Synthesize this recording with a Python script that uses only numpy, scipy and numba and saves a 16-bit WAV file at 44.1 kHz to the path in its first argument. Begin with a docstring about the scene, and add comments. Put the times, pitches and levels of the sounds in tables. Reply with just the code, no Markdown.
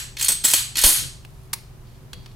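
"""A pistol slide is pulled back, caught and let fly home, heard close by in a small room over a low hum.
First come steel contacts, each a short crack that rings slide, spring and barrel; rails scrape in between.
The frame thuds in the hand under the hard blows, and the closing slide pushes a puff of air. Then the hold
shifts softly and light clicks follow, one leaving a faint ring. Reflections and a decaying tail form the
room; a limiter flattens the hard blows, so the room swells up behind them."""
import sys
import numpy as np
from scipy import signal
from scipy.fft import rfft, irfft, next_fast_len
from scipy.io import wavfile
from scipy.ndimage import uniform_filter1d
from numba import njit

SR = 44100
rng = np.random.default_rng(int(sys.argv[2]) if len(sys.argv) > 2 else 0)


def store_wav(level_fs):
    """Save 16-bit WAV to argv[1]."""
    pcm = np.round(np.clip(np.atleast_2d(level_fs), -1, 1) * 32767)
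    wavfile.write(sys.argv[1], SR, pcm.T.astype(np.int16))


N = 103635

LEAD = SR // 4  # samples ahead of the start, so that a sound may begin before it
T = np.arange(SR // 2) / SR  # seconds, the time axis of every single event
SIDES = np.array([[1], [-1]])  # sign of the side signal in the left and right channel

# Spectrum of steel meeting or rubbing steel. Each row: frequency in Hz, gain in dB.
STEEL_COLOUR = [(60, -10), (200, -8), (500, -12), (1000, -8.5), (2000, -4.5), (4000, -1), (6000, -2),
                (8300, 0.5), (11300, 1.5), (13500, -4.5), (16000, -17)]


def undb(db):
    """Amplitude ratio: twenty decibels make a factor of ten."""
    return 10 ** (np.asarray(db) / 20)


def curve(points, size):
    """Interpolation over log frequency: a table read at the bins of a transform."""
    p = np.array(points, float)
    hz = np.arange(size // 2 + 1) * SR / size
    return np.interp(np.log(hz + 1), np.log(p[:, 0]), p[:, 1])


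def colour(x, points):
    """Minimum-phase filtering: folding the cepstrum makes the given (Hz, dB) response causal."""
    size = next_fast_len(x.shape[-1] // 2 + 2048) * 2
    cepstrum = irfft(np.log(undb(curve(points, size))))
    cepstrum[1:size // 2] *= 2
    cepstrum[size // 2 + 1:] = 0
    response = np.exp(rfft(cepstrum))
    return irfft(rfft(x, size) * response)[..., :x.shape[-1]]


def tone(x, bass_db, middle_db):
    """Spectral balance: bass and middle are lifted or cut against the treble."""
    bass_edge, treble_edge = 900, 4700  # Hz, each within a gradual slope
    slopes = [(bass_edge / 2, bass_db), (bass_edge * 2, middle_db),
              (treble_edge * 0.89, middle_db), (treble_edge * 2.04, 0)]
    return colour(x, slopes)


def add(track, s, x):
    """Superposition: a sound is mixed into the track at a time in seconds."""
    i = max(int(s * SR) + LEAD, 0)
    x = x[:len(track) - i]
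    track[i:i + len(x)] += x


def ring(modes):
    """Modal vibration: decaying sines, with pitch slightly varied and phase drawn anew at each blow."""
    out = np.zeros(len(T))
    for hz, db, t60 in modes:
        varied_hz = hz * (1 + 0.0005 * rng.standard_normal())
        sine = np.sin(2 * np.pi * (varied_hz * T + rng.random()))
        out += undb(db) * sine * undb(-60 * T / t60)
    return out


def crack(shade, bass_db, middle_db, decay_ms):
    """Impact noise: a few milliseconds of chatter as two faces meet, rising fast and dying exponentially."""
    attack_ms = 0.85
    ms = T * 1000
    envelope = (1 - np.exp(-ms / attack_ms)) * np.exp(-ms / decay_ms)
    burst = rng.standard_normal(len(ms)) * envelope
    return tone(colour(burst, shade), bass_db, middle_db)


def background():
    """Stationary noise and steady tones: low room rumble, faint hiss and an appliance hum."""
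    # Spectrum of the rumble and hiss. Each row: frequency in Hz, gain in dB.
    air_colour = [(15, -22.5), (25, 4), (92, -2), (123, -4), (326, -20), (384, -17.5), (416, -22),
                  (936, -24.5), (1230, -27), (1520, -30.5), (7510, -40), (14400, -40), (16000, -48)]
    # Stereo width of the air. Each row: frequency in Hz, side gain in dB.
    air_width = [(30, -12), (120, -6), (400, -6), (1500, -2), (8000, 0)]
    # Tones of the hum. Each row: frequency in Hz, RMS level in dB.
    hum_tones = [(120, -49), (142, -54), (380, -63)]
    air_db = -44.5
    t = np.arange(N) / SR
    mid, side = colour(rng.standard_normal((2, N)), air_colour)
    air = (mid + colour(side, air_width) * SIDES) * undb(air_db) / mid.std()
    hum = np.zeros(N)
    for hz, db in hum_tones:
        hum += undb(db) * np.sqrt(2) * np.sin(2 * np.pi * (hz * t + rng.random()))
    return air + hum


def clacks():
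    """Impact excitation: each steel contact is a crack of noise and sets the modes of three parts ringing."""
    # Steel contacts. Each row: start in seconds, level in dB, bass in dB, middle in dB,
    # decay time constant in ms, spring ring in dB, barrel ring in dB.
    contacts = [(-.075, -4.5, 11.5, 2.5, 6.3, -37, -2.5), (0.1679, -30, 3.5, 15, 4.4, -21.5, -32),
                (.196, -24, -13, 6, 6.6, -25, -8), (.211, -15, -10.5, 5.5, 4.3, -25, -2),
                (0.2249, -12, -16, 1, 4.4, -21.5, -6), (0.2446, -9, -18, -7.5, 5.3, -22, -28),
                (.283, -8.5, 2.5, -2, 13.7, 5, -6.5), (0.304, -20.5, -9.5, 12, 2.9, 4.5, -17),
                (0.3192, -13.5, 2, -2.5, 4.6, 7.5, -20), (0.443, -10.5, 9.5, -1, 4.9, -25.5, -8),
                (.450, -5, -2, 1.5, 8.9, -11, 5.5), (.476, -15.5, 0.5, -3.5, 4, -18.5, -16),
                (.484, -7.5, -11.5, -5.5, 4.4, -15, -17), (0.502, -18.5, -2.5, -2.5, 2.4, -9, -10),
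                (0.5352, 1.5, -2.5, -0.5, 6.6, -15.5, -4.5), (0.7551, -22, -3, 12.5, 4.1, -26, -8),
                (.767, -17.5, 4.5, 0.5, 5.7, -22, -12.5), (.7872, -9.5, -12, -1.5, 6.9, -19.5, -23.5),
                (0.8139, -11, -14, -14.5, 8, -4, -16), (0.8373, 4.5, 0, -2.5, 22.4, -21, -25),
                (0.861, 3.5, -1, -6.5, 23.3, -5, -16), (.886, 0, -5.5, -6.5, 25.4, -23, -26)]
    # Modes of the parts. Each row: frequency in Hz, relative level in dB, t60 in seconds.
    slide_modes = [(3124, -11, 0.26), (4330, -1.5, .15), (4526, -14, 0.36), (6530, 4.5, 0.14),
                   (8730, -1.5, 0.094), (9700, -6, 0.033), (10840, 4.5, 0.12), (11200, -6, 0.08),
                   (15000, -4.5, 0.087)]
    spring_modes = [(8145, -3, .06), (8204, 0, .075), (8278, -2, .06), (8346, -4, .06), (8615, -9, .05),
                    (15200, -14, .06)]
    barrel_modes = [(7780, -10, 0.15), (8100, -5, .05), (7667, -1.5, 0.076), (7980, -9.5, .05),
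                    (14650, -7.5, .07)]
    slide_gain_db, spring_gain_db, barrel_gain_db = -22.5, -7, -4.5
    out = np.zeros(N + LEAD)
    for s, db, bass_db, middle_db, decay_ms, spring_db, barrel_db in contacts:
        rings = undb(slide_gain_db) * ring(slide_modes)
        rings += undb(spring_gain_db + spring_db) * ring(spring_modes)
        rings += undb(barrel_gain_db + barrel_db) * ring(barrel_modes)
        add(out, s, undb(db) * (crack(STEEL_COLOUR, bass_db, middle_db, decay_ms) + rings))
    return out


def room(x, tail_db, early_side_db):
    """Reverberation: direct sound, quick reflections off table and hands, a diffuse tail decaying by pitch."""
    # Reverberation time. Each row: frequency in Hz, t60 in seconds.
    reverb_time = [(250, 0.37), (800, 0.35), (2000, 0.42), (4300, 0.44), (8000, 0.4), (11000, 0.3),
                   (15000, 0.23)]
    # Spectrum of the tail. 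Each row: frequency in Hz, gain in dB.
    tail_colour = [(100, -2.5), (500, -11), (1200, 2.5), (2500, 2), (4500, 4), (8000, 1), (11000, 4),
                   (15500, 3.5)]
    # Stereo balance as heard: wide below about 5 kHz, narrower above it.
    # Each row: frequency in Hz, gain of the side signal in dB.
    early_balance = [(200, 2), (1000, 0), (4200, -3), (5500, -5), (9000, -3), (15000, -4)]
    tail_balance = [(200, -2), (1200, -1), (4200, 0), (5500, -15), (15000, -17)]
    onset_s, early_db, early_s = 0.0013, -5, 0.0036

    # the energy in each band is smeared over time by that band's decay
    size = 256
    power = np.abs(signal.stft(x, nperseg=size)[2]) ** 2
    t = np.arange(SR // size * 2) * size / 2 / SR
    onset = 1 - np.exp(-(t / onset_s) ** 2)
    fade = (undb(-60 * t / curve(reverb_time, size)[:, None]) * onset) ** 2
    fade /= fade.sum(axis=1).mean()
    energy = signal.fftconvolve(power, fade, axes=1)[:, :power.shape[1]]

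    # noise takes on that energy
    noise = signal.stft(rng.standard_normal((2, len(x))), nperseg=size)[2]
    shading = undb(curve(tail_colour, size))[:, None]
    tail = signal.istft(noise / noise.std() * np.sqrt(np.abs(energy)) * shading)[1]
    tail_mid, tail_side = undb(tail_db) * tail[:, :len(x)]

    # early reflections: a dense noise impulse response that swells until early_s / 2, then dies away
    t = np.arange(SR // 30) / SR
    early = rng.standard_normal((2, len(t))) * t * np.exp(-2 * t / early_s)
    early /= np.linalg.norm(early[0])
    near_mid, near_side = undb(early_db) * signal.fftconvolve(x[None], early, axes=1)[:, :len(x)]

    mid = x + near_mid + tail_mid
    side = colour(tail_side, tail_balance) + undb(early_side_db) * colour(near_side, early_balance)
    return (mid + SIDES * side)[:, LEAD:]


def scrapes():
    """Sliding friction: noise whose strength fluctuates as steel and hands catch on rough surfaces."""
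    # Steel on steel and hands on the grip.
    # Each row: start in seconds, length in seconds, level in dB, middle in dB.
    slides = [(0.181, 0.097, -31, 6), (0.436, 0.16, -21, 0.5), (.764, 0.08, -26.5, 7.5),
              (1.274, 0.21, -63.5, -1.5), (1.846, 0.138, -72, 15), (2.136, 0.19, -67, 14.5)]
    grain, fade_s = 0.76, 0.0049  # grain: spread of the log amplitude
    out = np.zeros(N + LEAD)
    for s, length, db, middle_db in slides:
        coarse_t = T[::64]
        catches = np.exp(grain * np.interp(T, coarse_t, rng.standard_normal(len(coarse_t))))
        catches /= np.sqrt(np.mean(catches ** 2))
        grit = colour(rng.standard_normal(len(T)) * catches, STEEL_COLOUR)
        envelope = np.clip(np.minimum(T, length - T) / fade_s, 0, 1)
        add(out, s, undb(db) * tone(grit, bass_db=-11.5, middle_db=middle_db) * envelope)
    return out


def thuds():
    """Damped impact: the frame meets the palm in a dull, quickly dying burst under the hard blows."""
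    # Blows. Each row: start in seconds, level in dB.
    blows = [(.284, -32), (.449, -18), (.5355, -12), (.839, -3), (0.867, -12.5)]
    # Spectrum of a thud. Each row: frequency in Hz, gain in dB.
    thud_colour = [(60, -6), (170, 3), (300, 1), (550, 2), (850, -6.5), (1400, -19.5), (5000, -43.5)]
    decay_s = 0.0059
    out = np.zeros(N + LEAD)
    for s, db in blows:
        burst = rng.standard_normal(len(T)) * np.exp(-T / decay_s)
        add(out, s, undb(db) * colour(burst, thud_colour))
    return out


def puff():
    """Air displacement: the jolt of the closing slide pushes one slow pressure pulse at the microphone."""
    centre_s, width_s, highpass_hz = .851, .0035, 9
    level_db, pan_db = -3.5, -4  # pan: left against right
    t = np.arange(N) / SR
    push = -undb(level_db) * np.exp(-.5 * ((t - centre_s) / width_s) ** 2)
    highpass = signal.butter(2, highpass_hz, "high", fs=SR, output="sos")
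    return signal.sosfilt(highpass, push) * undb(SIDES * pan_db / 2)


def shifts():
    """Soft contact noise: the hands shift their hold in a low rumble that swells and sinks."""
    # Shifts of the hold. Each row: centre in seconds, half length in seconds, level in dB.
    moves = [(1.03, .045, -37), (2.181, .055, -43)]
    # Spectrum of the rumble. Each row: frequency in Hz, gain in dB.
    shift_colour = [(30, -2.5), (80, 2), (140, 4), (250, -20.5), (500, -18), (900, -39), (4000, -71.5)]
    out = np.zeros(N + LEAD)
    for s, half, db in moves:
        rumble = colour(rng.standard_normal(len(T)), shift_colour)
        swell = np.exp(-(T / half - 2) ** 2)  # peaks two half lengths in
        add(out, s - 2 * half, undb(db) * rumble / rumble.std() * swell)
    return out


def levers():
    """Impact on light parts: short clicks of lever and grip with modes that die quickly."""
    # Clicks. 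Each row: start in seconds, level in dB, bass in dB, middle in dB, decay time constant in ms.
    clicks = [(1.2492, -35, 13, 9, 0.99), (1.53, -26.5, -6, -1.5, 2.6), (1.5323, -12, -17, -2, 2.94),
              (1.5361, -14, -11, -4, 1.9), (2.1314, -34, 0, 12.5, 2.5), (2.2599, -47, 22, 18, 2.3)]
    # Spectrum of a click. Each row: frequency in Hz, gain in dB.
    click_colour = [(200, -4), (600, -12), (950, 7), (1400, -3), (2400, 6), (3300, 1), (4900, 6),
                    (6200, 2.5), (8000, 3.5), (11000, 6), (13500, -3), (16000, 0)]
    # Modes of the small parts. Each row: frequency in Hz, relative level in dB, t60 in seconds.
    lever_modes = [(908, -10, 0.11), (970, -9.5, .06), (1100, -15.5, 0.022), (1668, -7, 0.027),
                   (2426, -3, .02), (4910, 5, 0.021)]
    lever_db = -18.5
    out = np.zeros(N + LEAD)
    for s, db, bass_db, middle_db, decay_ms in clicks:
        click = crack(click_colour, bass_db, middle_db, decay_ms)
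        add(out, s, undb(db) * (click + undb(lever_db) * ring(lever_modes)))
    return out


def frame():
    """Free vibration: the frame rings on faintly after the last firm click."""
    # Modes of the frame. Each row: frequency in Hz, relative level in dB, t60 in seconds.
    frame_modes = [(490, 2, .4), (2820, -5, .4), (3330, -2, .7), (3820, -2, .6), (4020, -4, .5),
                   (4400, -3, .6), (4580, 0, .7)]
    start_s, level_db = 2.132, -56.5
    out = np.zeros(N + LEAD)
    add(out, start_s, undb(level_db) * ring(frame_modes))
    return out


def scene():
    """Superposition: the slide in a live room, the lesser sounds in a drier one, the puff and the background."""
    slide = room(clacks() + scrapes(), tail_db=-7.5, early_side_db=-2)
    handling = room(thuds() + shifts() + levers() + frame(), tail_db=-17.5, early_side_db=1)
    return slide + handling + puff() + background()


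@njit
def follow(x, release):
    """Peak detection: a level that jumps up at once and sinks back exponentially."""
    out, e = np.empty(len(x)), 0.
    for i in range(len(x)):
        e = max(x[i], e + (x[i] - e) * release)
        out[i] = e
    return out


def record(dry):
    """Dynamic compression: a fast limiter, peaks rounded by saturation, and a steep top cut."""
    threshold_db, ratio, window_s, release_s = -8, 16, .002, 0.058
    ceiling, top_hz = .9, 15900
    power = uniform_filter1d(np.mean(dry ** 2, axis=0), max(int(window_s * SR), 1))
    level = follow(np.sqrt(np.abs(power)), 1 / (release_s * SR))
    gain = np.maximum(level / undb(threshold_db), 1) ** (1 / ratio - 1)
    wet = ceiling * np.tanh(dry * gain / ceiling)
    return signal.sosfilt(signal.ellip(10, .2, 70, top_hz, fs=SR, output="sos"), wet)


dry = scene()
out = record(dry)
store_wav(out)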